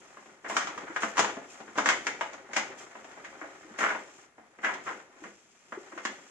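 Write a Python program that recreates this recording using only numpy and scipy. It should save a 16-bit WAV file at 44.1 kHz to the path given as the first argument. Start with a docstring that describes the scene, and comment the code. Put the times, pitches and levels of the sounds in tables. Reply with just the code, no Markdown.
"""Close by in a small room with still air, two hands peel a thin moulded plastic sheet off its metal tray.
After a few faint ticks it buckles in dense clusters of hard snaps, each sending bending waves between its edges.
Sparser, mostly softer snaps follow as it is flexed and laid down; a late fold runs through it as a fast crackle.
Throughout it flaps and creaks, its rim slides with a fine hiss and now and then it knocks softly.
The room answers with a short diffuse tail, and two close microphone ports pick up the whole."""
import sys
import numpy as np
from scipy import signal
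from scipy.fft import rfft, irfft, next_fast_len
from scipy.io import wavfile

SR = 44100
rng = np.random.default_rng(int(sys.argv[2]) if len(sys.argv) > 2 else 0)


def generate_wav(signal):
    """Clip the signal to [-1, 1] and save it as 16-bit WAV at the path in sys.argv[1]."""
    frames = np.transpose(np.atleast_2d(signal))
    scaled = np.clip(frames, -1, 1) * 32767
    pcm = np.round(scaled).astype(np.int16)
    wavfile.write(sys.argv[1], SR, pcm)


N = 277830  # length in samples

# Colour of the still air. Each row: frequency in Hz, relative level in dB.
AIR_COLOUR = [(25, -14), (60, -14), (130, -4), (280, -3.5), (700, -9), (1900, -7.5), (2800, -16),
              (4200, -21.5), (6800, -17.5), (9500, -25), (11300, -25), (12300, -59)]
# Decay of the room. Each row: frequency in Hz, time to fall by 60 dB in s.
ROOM_DECAY = [(150, 0.3), (400, 0.68), (1040, 0.23), (2760, .42), (7280, 0.34), (12000, 0.13)]
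# Width of scattered sound between the microphone ports. Each row: frequency in Hz, gain of the side signal in dB.
PORT_WIDTH = [(60, -1), (130, -1.5), (300, -16.5), (700, -5.5), (1400, -3), (2800, 0), (6000, -1)]
# Standing waves of the whole sheet. Each row: frequency in Hz, relative level in dB.
SHEET_MODES = [(206, 5), (343, -5), (446, -6), (537, -5), (672, -1), (745, 1), (878, 3), (983, 0),
               (1176, 1)]
# How hard the hands work the sheet. Each row: time in s, relative bending in dB, relative sliding in dB.
HAND_EFFORT = [(0.0, -56, -59.5), (0.31, -56.5, -61.5), (0.41, -63.5, -69), (0.5, -42.5, -57),
               (1.3, -51, -60.5), (1.7, -55, -59.5), (2.05, -48, -58), (2.47, -52, -64.5), (2.7, -48, -63),
               (2.9, -53.5, -59), (3.75, -52, -60), (4.22, -59.5, -56.5), (4.32, -64, -76),
               (4.55, -63.5, -72), (4.8, -47.5, -64), (5.1, -59.5, -70), (5.25, -52.5, -57.5),
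               (5.42, -70.5, -63), (5.68, -63, -63.5), (5.82, -56, -58.5), (6.29, -59, -58)]
# The rim scrapes along the tray. Each row: start in s, length in s, peak level in dB.
RIM_SCRAPES = [(0.478, 0.12, -44), (0.995, 0.17, -45), (1.477, 0.2, -54), (2.772, 0.12, -50),
               (3.777, 0.14, -42), (4.82, 0.26, -54)]
# Colours of the flapping, the creaking and the sliding. Each row: frequency in Hz, relative level in dB.
FLAP_COLOUR = [(30, -23.5), (90, -14), (160, -8.5), (210, -1), (350, 2.5), (550, -3), (900, -11.5),
               (3000, -67.5)]
CREAK_COLOUR = [(100, -45), (350, -6), (600, 0), (1200, 2.5), (2100, -0.5), (2800, -14), (4200, -20.5),
                (9000, -58)]
SLIDE_COLOUR = [(800, -28), (2500, 5), (4200, -3.5), (5500, 3.5), (7000, 7.5), (8200, -3), (9800, -17),
                (11400, -11), (12200, -59), (15000, -31)]
# Soft knocks of fingers and rim on the sheet. 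Each row: start in s, relative level in dB, pitch in Hz.
SOFT_KNOCKS = [(0.901, -41, 340), (1.372, -38, 268), (1.6, -47, 422), (2.737, -46.5, 546),
               (3.284, -53, 252), (3.647, -47, 328), (3.71, -48.5, 230), (5.221, -46.5, 320),
               (5.774, -34, 379), (5.932, -48, 335), (5.964, -44, 336)]
# Colour of a snap. Each row: frequency in Hz, relative level in dB.
SNAP_COLOUR = [(40, -32), (110, -19), (170, -17.5), (210, 0.5), (500, -0.5), (2050, -2), (2500, -8),
               (3200, -9.5), (4100, -18), (6800, -10.5), (8200, -23.5), (10000, -42), (11500, -38),
               (12300, -54), (15000, -60)]
# Ringing of gentle and hard buckles. Each row: relative level of the buckle in dB,
# ringing against the first pulse in dB.
BUCKLE_RINGING = [(-37, 6), (-13.5, 0)]
# Folds that travel in a run of buckles. Each row: start in s, length in s, relative level in dB,
# pitch of the bend in Hz, relative low thud in dB, relative crisp crack in dB.
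TRAVELLING_FOLDS = [(0.443, 0.037, -34.5, 1560, -12.5, -29), (0.504, 0.054, -35, 1010, -4, -19),
                    (0.597, 0.055, -33, 1500, -19, -11.5), (3.804, 0.12, -20, 1460, -18, -26.5),
                    (4.631, 0.075, -25.5, 1700, -18, -31), (4.86, 0.062, -30.5, 1300, -14, -28.5)]
# Single buckles of the sheet. Each row: time in s, relative level in dB, pitch of the bend in Hz,
# relative low thud in dB, relative crisp crack in dB.
SINGLE_SNAPS = [(0.169, -40.5, 1270, -8, -32), (0.257, -46, 523, -9, -20), (0.497, -26.5, 720, -17, -21),
                (0.566, -16.5, 1260, -28, -11.5), (0.671, -27.5, 990, -38, -17),
                (0.776, -30.5, 1310, -8, -16.5), (0.879, -37, 1400, -19, -29), (0.903, -37, 1600, -11, -35),
                (0.961, -21.5, 1660, -19, -22.5), (1.021, -26, 1410, -10, -14),
                (1.032, -19.5, 1290, -12, -25.5), (1.169, -23.5, 1100, -42, -14),
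                (1.179, -17.5, 1060, -14, -13.5), (1.192, -12.5, 1030, -10.5, -11),
                (1.245, -20.5, 990, -14.5, -22), (1.367, -33, 690, -7, -30), (1.602, -36.5, 790, -5.5, -19),
                (1.676, -40, 1650, 4, -28), (1.755, -36, 1100, 3, -21), (1.776, -24.5, 660, 1.5, -10),
                (1.783, -17, 1160, -11.5, -17.5), (1.858, -16.5, 1760, -15.5, -14),
                (1.871, -24.5, 1190, 1, -8), (1.888, -13, 1850, -21.5, -12.5), (1.901, -21, 1170, -26, -17),
                (2.067, -20, 1950, -19, -13), (2.209, -21.5, 710, -30.5, -24.5),
                (2.331, -37.5, 660, -11, -11), (2.489, -42.5, 860, -6, -41), (2.532, -31, 2140, -12, -8),
                (2.564, -18, 2000, -13, -8.5), (2.574, -23, 805, -22, -17), (2.952, -35, 710, -11, -40),
                (3.043, -40.5, 730, -25, -20), (3.112, -44.5, 1700, -15, -13), (3.173, -42.5, 744, -8, -36),
                (3.246, -36.5, 1980, -19, -15), (3.413, -31.5, 1710, -9, -53), (3.440, -37.5, 670, -8, -43),
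                (3.787, -26.5, 1920, -11, -13.5), (3.917, -28.5, 940, -16, -38),
                (3.948, -28.5, 880, -14, -36), (4.380, -43, 755, -3.5, -48),
                (4.586, -41.5, 2000, -1.5, -33), (4.645, -22, 2010, -31, -22), (4.690, -26, 910, -22, -38),
                (4.737, -34, 960, -33, -13.5), (5.238, -35, 1850, -7, -24), (5.250, -40, 1300, 1, -33),
                (5.721, -31, 1340, -9.5, -31), (5.922, -39, 1300, -9, -48), (5.976, -30.5, 1260, -19, -23),
                (6.051, -22.5, 1740, -10.5, -11.5)]

AIR_DB = -68  # level ahead of the port gains
LEAD_S = .02  # how long a fold strains before it gives way
WIND_UP_S = .1  # how long before a buckle the unrest can begin
WIND_UP_T60, SETTLE_T60 = 0.097, 0.58  # s for 60 dB, up to a buckle and after it
EDGE_HZ = 15400  # upper band limit of the recorder


def gain_of(db):
    """Decibels to a factor."""
    return 10 ** (np.asarray(db) / 20)


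def together(*levels_db):
    """The level of several unrelated parts, in dB: their powers add."""
    return 10 * np.log10(sum(gain_of(db) ** 2 for db in levels_db))


def evened(x):
    """Scales to rms 1."""
    return x / np.sqrt(np.mean(x ** 2) + 1e-20)


def unit(x):
    """Scales each row to energy 1."""
    return x / np.sqrt(np.sum(x ** 2, -1, keepdims=True) + 1e-20)


def read(points, hz):
    """Reads a table on a log-frequency axis."""
    f, value = np.transpose(points)
    return np.interp(np.log(hz + 1), np.log(f + 1), value)


def add(mix, s, sound):
    """Adds a sound to the mix at time s."""
    start = max(round(s * SR), 0)
    part = mix[:, start:][:, :sound.shape[1]]
    part += sound[:, :part.shape[1]]


def bins(size=2048):
    """The frequencies on which colours are drawn, in Hz."""
    return np.fft.rfftfreq(size, 1 / SR)


def coloured(x, db):
    """Causal minimum-phase filter of mean power gain 1, shaped by the given dB on bins()."""
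    cepstrum = irfft(np.log(gain_of(db)))
    half = len(cepstrum) // 2
    # folding the cepstrum onto positive times makes the response causal
    cepstrum[1:half] *= 2
    cepstrum[half + 1:] = 0
    response = unit(irfft(np.exp(rfft(cepstrum))))
    return signal.oaconvolve(x, response[None], axes=1)[:, :x.shape[1]]


def echoes(length, per_s):
    """Sparse taps of random sign, for mid and side."""
    signs = rng.choice([-1., 1.], (2, length))
    return signs * (rng.random((2, length)) < per_s / SR)


def still_air():
    """The air of the place: steady coloured noise, independent in mid and side."""
    noise = rng.standard_normal((2, N))
    return gain_of(AIR_DB) * evened(coloured(noise, read(AIR_COLOUR, bins())))


def room(x, build_s=0.0017):
    """A diffuse tail that builds up quickly and dies band by band."""
    hz, t, z = signal.stft(echoes(SR * 3 // 4, 5000), SR, nperseg=256)
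    decay = gain_of(-60 * t / read(ROOM_DECAY, hz)[:, None])
    z = z * decay * (1 - np.exp(-(t / build_s) ** 2))
    tail = unit(signal.istft(z, SR, nperseg=256)[1])
    return signal.fftconvolve(x[:1], tail, axes=1)[:, :N]


def standing(x, level_db=-15, t60_at_200=0.29):
    """The buckles leave standing waves in the sheet; higher ones die sooner."""
    t = np.arange(SR // 2) / SR
    ring = np.zeros(len(t))
    for hz, db in SHEET_MODES:
        fall_db = 60 * t / t60_at_200 * (hz / 200) ** 0.2
        ring += gain_of(db - fall_db) * np.sin(2 * np.pi * (hz * t + rng.random()))
    rung = signal.fftconvolve(x, ring[None], axes=1)[:, :N]
    return gain_of(level_db) * x.std() * evened(rung)  # level against the buckles


def friction(level_db, colour, slips_per_s, spread_db, ring_t60, count=4):
    """Tiny slips of uneven size at a few spots of the sheet, each spot with its own short scatter."""
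    sizes = gain_of(spread_db * np.minimum(rng.exponential(1, N), 4))
    slips = sizes * rng.choice([-1., 1.], N) * (rng.random(N) < slips_per_s / SR)
    spot = rng.integers(0, count, N)
    t = np.arange(SR // 14) / SR
    grains = 0
    for k in range(count):
        scatter = echoes(len(t), 5000) * gain_of(-60 * t / ring_t60)
        grains = grains + signal.oaconvolve((slips * (spot == k))[None], scatter, axes=1)
    return gain_of(level_db) * evened(coloured(grains[:, :N], read(colour, bins())))


def settling(blows):
    """Level of the unrest in the sheet: it builds quickly up to each buckle and dies away after it."""
    power = np.zeros((1, N))
    t = np.arange(SR)[None] / SR - WIND_UP_S
    shape_db = -60 * np.maximum(-t / WIND_UP_T60, t / SETTLE_T60)
    for s, db, *_ in blows:
        add(power, s - WIND_UP_S, gain_of(db + shape_db) ** 2)
    return 10 * np.log10(power[0] + 1e-14)


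def scraping(peak_share=0.14):
    """Level of the rim scrapes in dB: each swells quickly and eases off."""
    t, size = np.arange(N) / SR, np.zeros(N)
    for s, length, db in RIM_SCRAPES:
        size += gain_of(db) * np.interp(t, [s, s + peak_share * length, s + length], [0, 1, 0])
    return 20 * np.log10(size + 1e-7)


def handling(blows, flap_db=-5.0, creak_db=-1.0, slide_db=-2.5,
             settle_flap_db=-31, settle_creak_db=-22, settle_slide_db=-33):
    """The loose sheet flaps, its folds creak and its rim slides, with the hands' effort and around every buckle."""
    s, *columns = np.transpose(HAND_EFFORT)
    bending, sliding = (np.interp(np.arange(N) / SR, s, c) for c in columns)
    unrest = settling(blows)
    flap = together(bending + flap_db, unrest + settle_flap_db)
    creak = together(bending + creak_db, unrest + settle_creak_db)
    slide = together(sliding + slide_db, unrest + settle_slide_db, scraping())
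    return (friction(flap, FLAP_COLOUR, slips_per_s=160, spread_db=2, ring_t60=0.099)
            + friction(creak, CREAK_COLOUR, slips_per_s=240, spread_db=3.0, ring_t60=0.13)
            + friction(slide, SLIDE_COLOUR, slips_per_s=2500, spread_db=0.5, ring_t60=0.02))


def knocks(level_db=4, swell_s=0.0042):
    """A soft push rings one broad, well damped panel of the sheet."""
    out, t = np.zeros((2, N)), np.arange(SR // 10) / SR
    swell = t / swell_s * np.exp(1 - t / swell_s)  # peaks at swell_s
    for s, db, hz in SOFT_KNOCKS:
        knock = gain_of(db + level_db) * swell * np.sin(2 * np.pi * hz * t)
        add(out, s, np.outer([1, 0], knock))  # mid only
    return out


def run_of_buckles(s, length, db, *colour, count=10, slowing=1.3, peak_share=.28,
                   swell_db=8, fade_db=10, uneven_db=1.6):
    """A travelling fold buckles again and again: it gathers force, then slows and weakens."""
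    step = np.arange(count)
    jitter = rng.uniform(-.5, .5, count) * (step > 0)
    along = (step + jitter) / count
    arch_db = np.interp(along, [0, peak_share, 1], [-swell_db, 0, -fade_db])
    levels = db + arch_db + uneven_db * rng.standard_normal(count)
    return [(s + length * a ** slowing, level, *colour) for a, level in zip(along, levels)]


def snap(db, hz, thud_db, crisp_db, bend_db=7, bend_octaves=0.37, ring_t60=0.095, thud_offset_db=10,
         crisp_offset_db=14, strain_db=-11, strain_s=0.026, crack_share=0.44, crack_t60=0.11):
    """One buckle: the fold strains, gives way in a first pulse, and bending waves come back from the edges."""
    t, f = np.arange(SR // 5) / SR - LEAD_S, bins()
    # gentle buckles ring on, hard ones have a stronger first pulse
    ringing = gain_of(np.interp(db, *np.transpose(BUCKLE_RINGING)))
    whole = np.hypot(1, ringing)
    first = np.zeros((2, len(t)))
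    first[0, round(LEAD_S * SR)] = 1
    returns = unit(echoes(len(t), 4000) * gain_of(-60 * abs(t) / ring_t60) * (t > .001))
    waves = first + ringing * returns
    # the treble is a spray of fine cracks, which starts just before the fold gives way
    strain = gain_of(strain_db) * unit(echoes(len(t), 4000) * np.exp(-abs(t) / strain_s) * (t < 0))
    spray = unit(echoes(len(t), 4000) * gain_of(-60 * abs(t) / crack_t60) * (t > 0))
    cracks = crack_share * first + strain + whole * spray
    lowpass = signal.butter(3, 3600, "low", fs=SR, output="sos")
    highpass = signal.butter(3, 3600, "high", fs=SR, output="sos")
    burst = signal.sosfilt(lowpass, waves) + signal.sosfilt(highpass, cracks)
    low = 1 / (1 + (f / 520) ** 4)
    high = 1 / (1 + (3300 / (f + 1)) ** 5)
    bend = np.exp(-.5 * (np.log2((f + 1) / hz) / bend_octaves) ** 2)  # the buckling patch rings for a few cycles
    colour_db = read(SNAP_COLOUR, f) + bend_db * bend
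    colour_db += (thud_db + thud_offset_db) * low + (crisp_db + crisp_offset_db) * high
    return gain_of(db) * coloured(burst / whole, colour_db)


def dispersed(x, delay_s):
    """Bending waves travel with the root of frequency, so treble arrives first; delay_s holds at 1 kHz."""
    size = next_fast_len(N + 4096)
    turns = 2 * delay_s * np.sqrt(1000 * bins(size))
    return irfft(rfft(x, size) * np.exp(-2j * np.pi * turns), size)[:, :N]


def snaps(blows, level_db=22.5, travel_s=0.00161):
    """All buckles, spread in time on their way through the sheet."""
    out = np.zeros((2, N))
    for s, *blow in blows:
        add(out, s - LEAD_S, snap(*blow))
    return gain_of(level_db) * dispersed(out, travel_s)


def ports(x, left_db=-0.8, right_db=-2.5):
    """Mid and side to two close microphone ports; sound reaches the right one slightly earlier."""
    size = next_fast_len(N)
    mid = x[0]
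    side = irfft(rfft(x[1], size) * gain_of(read(PORT_WIDTH, bins(size))), size)[:N]
    left = np.pad(mid + side, (4, 0))[:N]  # 4 samples later
    return np.array([gain_of(left_db) * left, gain_of(right_db) * (mid - side)])


def scene(room_db=-6, knock_send_db=-6):
    """The still air, the room and the handled sheet at the two ports."""
    runs = [blow for fold in TRAVELLING_FOLDS for blow in run_of_buckles(*fold)]
    blows = [*SINGLE_SNAPS, *runs]
    buckles, pushes = snaps(blows), knocks()
    tail = gain_of(room_db) * room(buckles + gain_of(knock_send_db) * pushes)
    sheet = buckles + standing(buckles) + pushes + handling(blows)
    return ports(still_air() + tail + sheet)


def record(dry):
    """The band limit of the recorder: a steep linear-phase low-pass."""
    lowpass = signal.firwin(511, EDGE_HZ, window=("kaiser", 9), fs=SR)
    return signal.oaconvolve(dry, lowpass[None], "same")


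dry = scene()
out = record(dry)
generate_wav(out)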